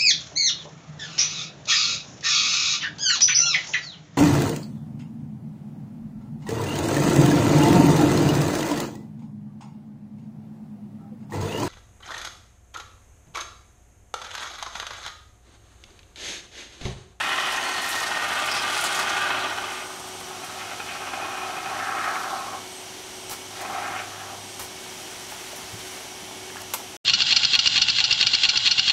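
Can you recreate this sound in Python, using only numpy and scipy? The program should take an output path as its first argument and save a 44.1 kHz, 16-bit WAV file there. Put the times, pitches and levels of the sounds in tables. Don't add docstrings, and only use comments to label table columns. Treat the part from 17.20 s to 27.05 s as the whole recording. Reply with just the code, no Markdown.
import sys
import numpy as np
from scipy import signal
from scipy.fft import rfft, irfft, next_fast_len
from scipy.io import wavfile
from scipy.ndimage import uniform_filter1d

SR = 44100
rng = np.random.default_rng(int(sys.argv[2]) if len(sys.argv) > 2 else 0)


def level_to_linear(level):
    exponent = np.asarray(level, float) / 20
    return 10 ** exponent


def digitize_waveform(pressure):
    field = np.atleast_2d(pressure).T
    bounded = np.clip(field, -1, 1)
    quanta = np.round(bounded * 32767).astype(np.int16)
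    wavfile.write(sys.argv[1], SR, quanta)


N = 434369

FIRST_MOVE_S, SECOND_MOVE_S = 1, 2.86
POCKET_HZ = (300, 760, 1300, 1860, 2600, 6000)
# start_s, flow_db, commonest pocket (octaves above the big ones),
# narrowing (dB per octave squared), gas_db
SECOND_SQUEEZE = [
    (2.95, -44.5, 0.0, 3.6, -58),
    (3.3, -39, 0.0, 2.2, -55),
    (3.65, -40, 0.36, 0.41, -54),
    (4.05, -34, 0.0, 1.2, -58),
    (4.45, -34.5, 0.49, 3, -54),
    (4.85, -26, 0.85, 13.6, -50.5),
    (5.1, -31, 0.45, 9.4, -48),
    (5.36, -38, 0.028, 3.4, -57),
    (5.47, -55, 0.2, 5, -62),
]
THIRD_SQUEEZE = [
    (6.28, -59, 0.2, 2, -58),
    (6.36, -42, 0.0, 3, -54),
    (6.44, -41, 0.0, 2.3, -49),
    (6.52, -29.5, 0.0, 7.2, -55),
    (6.78, -32.5, 0.035, 3.2, -55),
    (6.9, -44.5, 0.0, 2.8, -55),
    (7.03, -40.5, 0.17, 7.1, -65),
    (7.15, -38.5, 0.0, 12, -66),
    (7.26, -64.5, 0.0, 3, -62),
]


def rms_one(x):
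    return x / np.sqrt(np.mean(x ** 2) + 1e-20)


def in_time(rows):
    s, *columns = np.transpose(rows)
    return [np.interp(np.arange(N) / SR, s, column) for column in columns]


def drift(rate):
    r = np.exp(-40 * np.pi * rate / SR)
    coarse = rng.standard_normal(N // 20 + 4002)
    slow = signal.lfilter([1], [1, -2 * r, r * r], coarse)[4000:]
    return np.interp(np.arange(N) / 20, np.arange(len(slow)), rms_one(slow))


def weigh(x, points_hz, gains):
    size = next_fast_len(N)
    hz = np.maximum(np.arange(size // 2 + 1) * SR / size, 1)
    return rfft(x, size) * np.interp(np.log(hz), np.log(points_hz), gains), size


def colour(x, spectrum):
    size = next_fast_len(N)
    hz = np.maximum(np.arange(size // 2 + 1) * SR / size, 1)
    points_hz, points_db = np.transpose(spectrum)
    gain = level_to_linear(np.interp(np.log(hz), np.log(points_hz), points_db))
    return rms_one(irfft(rfft(x, size) * gain, size)[:N])


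def slice_band(x, low_hz, top_hz, high_hz):
    weighted, size = weigh(x, [low_hz, top_hz, high_hz], [0, 1, 0])
    return irfft(weighted, size)[:N]


def resonance(x, hz, width_hz):
    r = np.exp(-np.pi * width_hz / SR)
    zeros = (1 - r * r) / 2 * np.array([1, 0, -1])
    return signal.lfilter(zeros, [1, -2 * r * np.cos(2 * np.pi * hz / SR), r * r], x)


def grains(per_s, spread_db):
    sizes = level_to_linear(spread_db * np.minimum(rng.exponential(1, N), 4)) * rng.choice([-1, 1], N)
    return rms_one(sizes * (rng.random(N) < per_s / SR) + 1e-18)


def bumps(rows, half_s):
    t = np.arange(0, N, 50) / SR
    lift_db = sum(db * np.clip(1 - np.abs(t - s) / half_s, 0, 1) for s, db in rows)
    return np.interp(np.arange(N) / SR, t, lift_db)


def pulses(times, heights, rise_s, fall_s):
    clicks = np.full(N, 1e-18)
    clicks[(np.asarray(times) * SR).astype(int)] = heights
    t = np.arange(4000) / SR
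    shape = (1 - np.exp(-t / rise_s)) * np.exp(-t / fall_s)
    return signal.oaconvolve(clicks, shape / shape.max())[:N]


def swells(rows, steady_db):
    t = np.arange(0, N, 100) / SR
    gain = np.full(len(t), level_to_linear(steady_db))
    for middle_s, length_s, db in rows:
        gain += level_to_linear(db) * np.cos(np.pi * np.clip((t - middle_s) / length_s, -.5, .5)) ** 2
    return np.interp(np.arange(N) / SR, t, gain)


def lone_bursts(flow_db):
    # start_s, peak_db
    large_bursts = [(0.027, -13), (0.089, -12), (0.121, -12), (0.177, -13.5), (0.21, -16), (0.258, -13.5),
                    (0.321, -17.5), (0.39, -18), (0.46, -34), (0.491, -23), (0.553, -19.5), (0.577, -13.5),
                    (0.637, -19), (0.701, -19), (0.749, -16.5), (0.832, -26), (0.88, -25), (0.916, -16.5),
                    (0.94, -14.5), (0.965, -16), (1.013, -22), (1.042, -14), (1.096, -14), (1.153, -13),
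                    (1.186, -15.5), (1.215, -13.5), (1.292, -20), (1.344, -16), (1.393, -14.5), (1.431, -13.5),
                    (1.454, -16), (1.48, -22), (1.508, -15), (1.562, -19), (1.602, -16), (1.638, -12.5),
                    (1.72, -16), (1.746, -16.5), (1.786, -11.5), (1.822, -13.5), (1.849, -15), (1.89, -14),
                    (1.918, -12.5), (1.962, -8.5), (2.004, -12.5), (2.034, -12.5), (2.102, -10.5), (2.144, -13),
                    (2.203, -16.5), (2.242, -14), (2.291, -18.5), (2.327, -18), (2.375, -17), (2.437, -16.5),
                    (2.481, -21),
                    (3.005, -22), (3.1, -22), (3.233, -20), (3.31, -23), (3.512, -21), (3.596, -14.5),
             (3.678, -27.5), (3.749, -19.5), (3.813, -19.5), (3.845, -25), (3.868, -15.5), (3.931, -14),
             (3.985, -25), (4.018, -28), (4.044, -17), (4.141, -21), (4.171, -16.5), (4.237, -17),
             (4.262, -20.5), (4.288, -21.5), (4.313, -21.5), (4.364, -14), (4.454, -16), (4.476, -28),
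             (4.504, -21.5), (4.525, -32), (4.558, -16.5), (4.625, -18.5), (4.676, -22), (4.698, -18),
             (4.734, -17), (4.782, -11), (4.837, -9.5), (4.895, -21), (4.931, -22.5), (4.954, -7.5),
             (5.001, -20), (5.051, -21), (5.085, -27), (5.124, -23.5), (5.157, -14), (5.184, -19.5),
             (5.271, -29), (5.294, -26), (5.33, -21), (6.096, -28), (6.404, -26), (6.446, -18),
             (6.502, -17), (6.532, -25), (6.565, -24), (6.644, -18), (6.732, -15), (6.757, -18),
             (6.788, -16), (6.911, -26), (6.991, -28), (7.094, -22)]
    s, db = np.transpose(large_bursts)
    flow_crest_db = flow_db[(s * SR).astype(int)] + 13
    above_db = np.clip(db - flow_crest_db, 0, 14)
    return 1 + pulses(s, level_to_linear(above_db) - 1, rise_s=0.0026, fall_s=0.0093)


def pockets(flow_db, common_octave, narrowing_db):
    # middle_s, extra_db
    glugs = [(3.12, 5), (3.52, 2), (3.82, 2), (3.99, 9), (4.32, 5.5), (4.51, 4.5), (4.57, 3), (4.74, 6.5),
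             (4.9, 9), (5.13, 6), (5.35, 6), (6.425, 11)]
    # middle_s, extra_db
    froth = [(0.08, -2), (0.95, 0), (1.43, -2), (3.41, 8), (3.51, 3), (3.7, 7.5), (3.88, 1), (4.19, -1),
             (4.38, 0), (4.6, 3), (6.45, 1), (6.65, 6), (6.78, 6)]
    small_damped_db = (0.5, -3.5, -5, -1)
    octaves = np.log2(np.array(POCKET_HZ[1:-1]) / POCKET_HZ[1])
    sizes_db = [flow_db - narrowing_db * (octave - common_octave) ** 2 for octave in octaves]
    big_db, middle_db, small_db, fine_db = sizes_db
    corners_s = (FIRST_MOVE_S, FIRST_MOVE_S + 0.33, SECOND_MOVE_S, SECOND_MOVE_S + .45,
                 SECOND_SQUEEZE[-1][0], THIRD_SQUEEZE[0][0])
    corners_db = np.array(small_damped_db)[[0, 1, 1, 2, 2, 3]]
    hollow_db = np.interp(np.arange(N) / SR, corners_s, corners_db)
    big_db = big_db + bumps(glugs, half_s=0.052)
    froth_db = bumps(froth, half_s=0.037)
    small_db = small_db + hollow_db + 0.98 * froth_db
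    return big_db, middle_db - big_db, small_db - big_db, fine_db + froth_db - big_db


def hollow(ringing, splashing, modes):
    rung = 0
    for k, (hz, width_hz, db) in enumerate(modes):
        rung = rung + (-1) ** k * level_to_linear(db) * resonance(ringing, hz, width_hz)
    return rms_one(rung) + level_to_linear(-5) * rms_one(resonance(splashing, 570, 1700))


def cavities(stream):
    # start_s, end_s, pitch_hz, width_hz, level_db
    closed = [(0.0, 0.346, 1170, 250, -38), (.05, .4, 2880, 800, -37), (.35, 1.35, 1845, 60, -37.5),
              (.8, 1.4, 1202, 70, -38), (1.85, 2.3, 2680, 1500, -42), (1.7, 2.25, 1510, 220, -34.5),
              (3.55, 4.75, 2450, 90, -48.5), (3.9, 5.0, 773, 60, -42), (4.53, 4.75, 1630, 400, -38),
              (4.76, 5.02, 1650, 500, -39.5), (4.95, 5.15, 1550, 250, -52), (5.03, 5.434, 1080, 120, -39.5),
              (6.35, 6.48, 1800, 900, -44), (6.474, 6.72, 2040, 700, -44), (6.73, 6.858, 2250, 900, -44),
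              (6.9, 7.08, 1500, 900, -48)]
    out = np.zeros(N)
    for start, end, hz, width_hz, db in closed:
        at, size = int(start * SR), int((end - start) * SR)
        rung = resonance(resonance(stream[at:at + size], hz, width_hz), hz, width_hz)
        out[at:at + size] += level_to_linear(db) * np.sqrt(np.hanning(size)) * rms_one(rung)
    return out


def gurgle(lone, big_db, *smaller_db):
    # pitch_hz, width_hz, level_db
    first_modes = [(610, 50, -9), (800, 110, -6), (1060, 45, -4), (1345, 70, -4), (1530, 50, -5),
                   (1850, 55, 3), (2100, 60, -5), (2480, 90, -5), (3010, 80, -5), (3300, 80, -7),
                   (3700, 200, -12)]
    second_modes = [(610, 50, -7), (820, 120, -5), (1195, 60, 2), (1425, 70, 1), (1520, 60, 0),
                    (1610, 50, -4), (1860, 50, -4), (2170, 70, -8), (2450, 60, -8), (2600, 90, -7),
                    (2960, 50, -6), (3250, 200, -9)]
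    last_modes = [(610, 45, -6), (770, 55, 3), (1095, 60, -1), (1305, 90, 1), (1585, 60, -3),
                  (1800, 45, -7), (1900, 45, -9), (2120, 80, -9), (2510, 70, -6), (2980, 180, -12)]
    clumps = lone * level_to_linear(2.2 * np.tanh(drift(36) / 1.83))
    bursts = [clumps * grains(per_s=2500, spread_db=2.0) for _ in range(2)]
    t = np.arange(N) / SR
    second = np.clip((t - FIRST_MOVE_S) / 0.49 + .5, 0, 1)
    last = np.clip((t - SECOND_MOVE_S) / 0.49 + .5, 0, 1)
    rung = np.sqrt(1 - second) * hollow(*bursts, first_modes)
    rung += np.sqrt(second - last) * hollow(*bursts, second_modes)
    rung += np.sqrt(last) * hollow(*bursts, last_modes)
    out = 0
    for k, above_db in enumerate([0, *smaller_db]):
        band = slice_band(rung, *POCKET_HZ[k:k + 3])
        evened = band / np.sqrt(uniform_filter1d(band ** 2, size=4500) + 1e-12)
        out = out + level_to_linear(big_db + above_db - 3.5) * evened
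    panel = rms_one(resonance(bursts[1], 304, 220))
    thrum = level_to_linear(uniform_filter1d(big_db, size=9000) - 14.5) * panel
    return out + thrum + cavities(bursts[1])


def spit(spit_db):
    # pitch_hz, level_db per Hz
    fizz_colour = [(2060, -20.5), (3500, -5), (3970, -4), (7600, -11.5), (8970, -12), (9740, -15),
                   (15100, -32), (16000, -35)]
    # start_s, peak_db, colour_hz
    spatter = [(0.3182, -24, 5630), (0.3601, -25, 6430), (0.416, -43, 6310), (0.5122, -22, 6440),
               (0.5726, -25, 6340), (0.6175, -29, 6910), (0.6589, -31, 6900), (0.7587, -22, 6750),
               (0.7996, -21, 6400), (0.9183, -36, 7100), (1.0086, -40, 5760), (1.0375, -36, 5680),
               (1.1897, -31, 6700), (1.3124, -15, 5140), (1.4755, -48, 6650), (1.5249, -46.5, 5570),
               (1.5673, -43, 6900), (1.638, -14, 7500), (1.7439, -17, 6320), (1.7873, -21, 6540),
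               (1.8906, -20, 6300), (1.9704, -33, 5890)]
    fizz = colour(grains(per_s=9000, spread_db=3.5), fizz_colour)
    out = fizz * level_to_linear(spit_db + 6.0 + 3.8 * np.tanh(drift(39) / 0.84))
    t = np.arange(4000) / SR
    shape = (1 - np.exp(-t / 0.0033)) * np.exp(-t / 0.012)
    for s, db, hz in spatter:
        at = int(s * SR)
        torn = fizz[at:at + len(t)]
        tuned = rms_one(resonance(torn, hz, 0.09 * hz))
        out[at:at + len(t)] += level_to_linear(db - 13) * shape * (.5 * torn + tuned)
    return out


def machine():
    # pitch_hz, level_db per Hz
    air_colour = [(15, -60), (30, -35), (50, -16.5), (100, -15), (300, -10.5), (400, -10.5), (500, -15.5),
                  (750, -8), (1200, -16.5), (1800, -17.5), (4300, -17.5), (8000, -22.5), (12000, -27),
                  (16000, -48)]
    # pitch_hz, width_hz, level_db
    duct = [(3090, 500, -7.5), (5760, 650, -7), (2210, 83, -24)]
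    multiples = (1, 6, 22)
    steady_db = (-50.5, -60, -61)
    # middle_s, length_s, level_db
    sixth_swells = [
        (0.15, 1.1, -50),
        (1.5, 1.1, -61),
        (3.64, 0.5, -57),
        (5.3, 0.53, -58),
        (6.15, 0.36, -58),
        (6.7, 0.78, -59),
        (7.55, .6, -60),
        (8.9, 2.8, -62),
    ]
    high_swells = [(0.55, 0.76, -61), (1.22, 0.43, -50), (1.68, 0.34, -53), (2.7, 0.57, -55),
                   (2.97, .25, -61), (3.3, .3, -59), (3.8, 0.29, -62), (4.74, 0.43, -59.5),
                   (5.22, .45, -58), (5.57, .2, -54), (6.15, .9, -59), (7.32, 0.63, -54), (7.8, .7, -61),
                   (8.64, .3, -64), (9.56, .12, -59)]
    # middle_s, length_s, level_db
    faint_multiples = (23, 26, 29, 30)
    faint_steady_db = (-69, -69, -71, -71)
    faint_swells = [
        [],
        [(6.05, .9, -60), (3.75, .3, -63)],
        [(9.1, .6, -60)],
        [(7.33, .45, -60)],
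    ]
    # middle_s, length_s, level_db
    mains_swells = [(0.0, 0.28, -58), (0.41, .3, -65), (0.76, 0.29, -67), (1.07, 0.19, -60),
                    (1.4, 0.77, -57), (2.15, 0.84, -54), (2.95, 0.42, -64), (3.8, 1.7, -61),
                    (4.62, 0.5, -55), (5.33, 0.31, -59), (6.9, 1.8, -54.5), (8.0, 0.19, -61),
                    (8.56, 0.45, -59), (9.3, 0.75, -59)]
    flow = rng.standard_normal(N)
    humps = sum(level_to_linear(db) * rms_one(resonance(flow[::-1], hz, width)) for hz, width, db in duct)
    air = level_to_linear(-40.5 + 0.12 * drift(0.48)) * (colour(flow, air_colour) + humps)
    whine_hz = 373.2 * (1 + 0.000284 * drift(3.26) + 0.00064 * drift(42.5))
    turn = 2 * np.pi * np.cumsum(whine_hz) / SR
    whine = 0
    for k, db, rows in zip(multiples, steady_db, ([], sixth_swells, high_swells)):
        whine = whine + level_to_linear(4.0) * swells(rows, db) * np.sin(k * turn)
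    whine = whine * level_to_linear(2.1 * drift(1.25) + 0.43 * drift(24))
    for k, db, rows in zip(faint_multiples, faint_steady_db, faint_swells):
        whine = whine + swells(rows, db) * level_to_linear(3 * np.tanh(drift(.8))) * np.sin(k * turn)
    hum = np.sqrt(2) * swells(mains_swells, -62) * np.sin(2 * np.pi * 100 * np.arange(N) / SR)
    return air + whine + hum


def rustle():
    cloth = level_to_linear(2.5 * np.tanh(drift(14))) * grains(per_s=9000, spread_db=2.5)
    t = np.arange(N) / SR
    moving = np.clip(np.minimum((t - 7.5) / 0.2, (8.95 - t) / 0.19), 0, 1)
    rest_db, moving_db = -53.5, -43.5
    cloth_colour = [(300, -12), (1500, 0.5), (4000, -4.5), (9000, -6), (16000, -19)]   # Hz, dB per Hz
    return level_to_linear(rest_db + (moving_db - rest_db) * moving) * colour(cloth, cloth_colour)


def crackle():
    # start_s, peak_db
    ticks = [(0.0268, -41), (0.0687, -41), (0.0817, -37), (0.1341, -37), (0.2194, -39), (0.2833, -36),
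             (0.3042, -42), (0.3192, -25), (0.3671, -36), (0.4145, -38), (0.4369, -37), (0.4898, -30),
             (0.5726, -32), (0.6175, -28), (0.6374, -30), (0.6589, -28), (0.6873, -21), (0.7013, -24),
             (0.7587, -30), (0.8011, -32), (0.826, -33), (0.9198, -37), (0.9712, -38), (1.0131, -37),
             (1.0365, -35), (1.0794, -29), (1.1079, -30), (1.1288, -33), (1.1538, -35), (1.1857, -29),
             (1.2386, -32), (1.257, -25), (1.3124, -29), (1.3374, -27), (1.3992, -36), (1.4631, -41),
             (1.476, -36), (1.5125, -32), (1.5678, -27), (1.6087, -19), (1.6372, -18), (1.7449, -26),
             (1.7604, -27), (1.7873, -22), (1.8766, -34), (1.9669, -35), (2.0113, -37), (2.0896, -36),
             (2.3411, -38), (2.5177, -33), (2.7576, -34), (2.796, -32), (2.8694, -34), (2.8838, -33),
             (2.9996, -30), (3.0819, -36), (3.2096, -39), (3.2425, -30),
             (3.0594, -38),
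        (3.1114, -39),
        (3.2594, -39),
        (3.3394, -39),
        (4.8494, -38),
        (4.9494, -38),
        (4.9994, -34),
        (5.0594, -41),
        (5.1194, -40),
        (5.1994, -41),
    ]
    # pitch_hz, level_db per Hz
    snap_colour = [(3000, -20), (5000, -5), (8000, 5), (11000, 2), (14000, -4), (16000, -13)]
    s, db = np.transpose(ticks)
    snaps = pulses(s, level_to_linear(db - 12.5), rise_s=.002, fall_s=.009)
    return snaps * colour(grains(per_s=12000, spread_db=2.5), snap_colour)


def leaks():
    # start_s, end_s, pitch_hz, width_hz, level_db
    holes = [
        (0.402, .7, 4300, 300, -40),
        (0.284, .62, 6400, 500, -47),
        (0.575, .88, 12100, 3500, -48),
        (1.268, 1.45, 4900, 1800, -35),
        (1.437, 1.806, 9800, 1200, -43),
        (1.8, 2.0, 6300, 600, -46),
        (1.952, 2.397, 3930, 800, -43),
        (4.75, 5.2, 13200, 2000, -56),
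    ]
    out = np.zeros(N)
    for start, end, hz, width_hz, db in holes:
        at, size = int(start * SR), int((end - start) * SR)
        air = rng.standard_normal(size)
        whistle = rms_one(resonance(resonance(air, hz, width_hz), hz, width_hz))
        out[at:at + size] += level_to_linear(db) * np.sqrt(np.hanning(size)) * whistle
    return out * level_to_linear(2.0 * np.tanh(drift(25)))


def puffs():
    # start_s, peak_db, hold_s, fade_s, hollow_share_db
    jets = [(6.096, -29.5, .001, 0.003, -10), (6.098, -34, 0.035, 0.019, -5.5),
            (6.204, -45, .002, .003, -17), (6.408, -39, .012, 0.0074, -13),
            (7.392, -34, 0.0076, 0.022, -4.5), (7.41, -41.5, .03, .02, -6), (8.102, -44, 0.024, 0.023, -7),
            (8.356, -39, .015, .015, -20), (9.293, -55, .02, .012, 4), (9.348, -51.5, .04, .02, 6.5),
            (9.405, -42, .005, .004, -20), (9.417, -33.5, .002, 0.0022, -20)]
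    # pitch_hz, level_db per Hz
    jet_colour = [(1500, 0), (3000, -5), (6000, -2.5), (9000, -3), (12500, -2.5), (15000, -10), (16000, -7)]
    t, bright, dull = np.arange(N) / SR, 0, 0
    for s, db, hold, fade, share_db in jets:
        rise = np.clip((t - s) / max(0.33 * hold, 1e-4), 0, 1)
        shape = rise * np.exp(-np.maximum(t - s - hold, 0) / max(fade, 1e-3))
        bright = bright + level_to_linear(db) * shape
        dull = dull + level_to_linear(db + share_db) * shape
    gas = grains(per_s=9000, spread_db=3.5)
    blown = rms_one(resonance(gas, 800, 104) - 1.2 * resonance(gas, 1340, 220))
    return bright * colour(gas, jet_colour) + dull * blown


def knocks():
    # start_s, peak_db, pitch_hz, t60_s
    hits = [(6.0967, -25, 1900, 0.0055), (9.6, -30, 800, 0.031), (8.122, -23, 840, 0.016),
            (8.121, -28, 1480, 0.011), (8.33, -33, 600, 0.05), (8.53, -29, 110, 0.13),
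            (9.029, -30, 230, 0.045), (9.111, -25, 850, .015), (9.301, -30, 1700, 0.016),
            (9.358, -24, 880, 0.015), (9.368, -28.5, 1700, 0.028), (9.379, -33, 1280, 0.018),
            (9.345, -32, 1950, .015), (9.39, -33, 1850, 0.016), (9.42, -33, 710, 0.026)]
    t, out = np.arange(SR // 2) / SR, np.zeros(N + SR)
    for s, db, hz, t60 in hits:
        ring = np.sin(2 * np.pi * hz * t) + 0.47 * np.sin(2 * np.pi * 1.64 * hz * t)
        onset = np.minimum(t * hz, 1)
        out[int(s * SR):][:len(t)] += level_to_linear(db - 60 * t / t60) * ring * onset
    return out[:N]


def pop():
    # pitch_hz, level_db per Hz
    crack_colour = [(240, -49), (400, -36), (801, 4), (1460, -7), (1820, -20), (2250, -7), (4380, -11),
                    (8240, -8.5), (11600, -9), (12500, -5), (16000, -22)]
    # pitch_hz, level_db, seconds to fall by 90 dB
    plug_modes = [(530, -6, 0.17), (750, -8, 0.054), (2120, -4, 0.086), (2369, -14, 0.059),
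                  (3250, -20, 0.09)]
    t = np.maximum(np.arange(N) / SR - 9.5372, 0)
    decay = np.exp(-t / 0.0073) + 0.19 * np.exp(-t / 0.037)
    crack = level_to_linear(-19.5) * decay * colour(rng.standard_normal(N), crack_colour)
    ringing = 0
    for hz, db, t60 in plug_modes:
        ringing = ringing + level_to_linear(db - 30.0 - 90 * t / t60) * np.sin(2 * np.pi * hz * t)
    return (t > 0) * (crack + ringing)


def room(x, t60):
    t = np.arange(int(.5 * SR)) / SR
    dulled = signal.lfilter([1], [1, -.4], rng.standard_normal(len(t)))
    tail = dulled * level_to_linear(-60 * t / t60) * (t > .006)
    return signal.fftconvolve(x, tail / np.sqrt(np.sum(tail ** 2)))[:N]


def scene():
    first_squeeze = [
        (0.0, -26.5, 2.5, 1, -44),
        (0.56, -32.5, 2.25, 0, -46.5),
        (0.78, -32, 0.73, 2.5, -40),
        (0.93, -32, 1, 0.5, -44),
        (1.28, -29, 2.1, 0.5, -44.5),
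        (1.7, -29, 1, 2, -39),
        (2.12, -27.5, 1, 3, -48),
        (2.62, -39, 0, -1, -52),
        (2.74, -39.5, 0.54, 15, -59),
    ]
    t = np.arange(N) / SR
    starts = (-1, THIRD_SQUEEZE[0][0])
    ends = (SECOND_SQUEEZE[-1][0] + 0.072, THIRD_SQUEEZE[-1][0] + .1)
    flowing = sum(np.clip(np.minimum(t - a, b - t) / 0.034, 0, 1) for a, b in zip(starts, ends))
    *flow, spit_db = in_time(first_squeeze + SECOND_SQUEEZE + THIRD_SQUEEZE)
    wet = gurgle(lone_bursts(flow[0]), *pockets(*flow))
    foam = flowing * (wet + spit(spit_db) + leaks())
    events = puffs() + pop() + knocks() + rustle()
    echoes = level_to_linear(-12) * room(foam + events, t60=.3)
    return (foam + events + echoes + machine() + crackle())[None]


def roll_off(x):
    return signal.sosfilt(signal.butter(12, 16430, fs=SR, output="sos"), x)


def record(dry):
    t = np.arange(N) / SR
    gate = np.clip(np.maximum((9.768 - t) / .001, (t - 9.842) / .008), 0, 1)
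    low_pass = signal.ellip(12, .5, 90, 15700, fs=SR, output="sos")
    return roll_off(signal.sosfilt(low_pass, dry * gate))


dry = scene()
out = record(dry)
digitize_waveform(out)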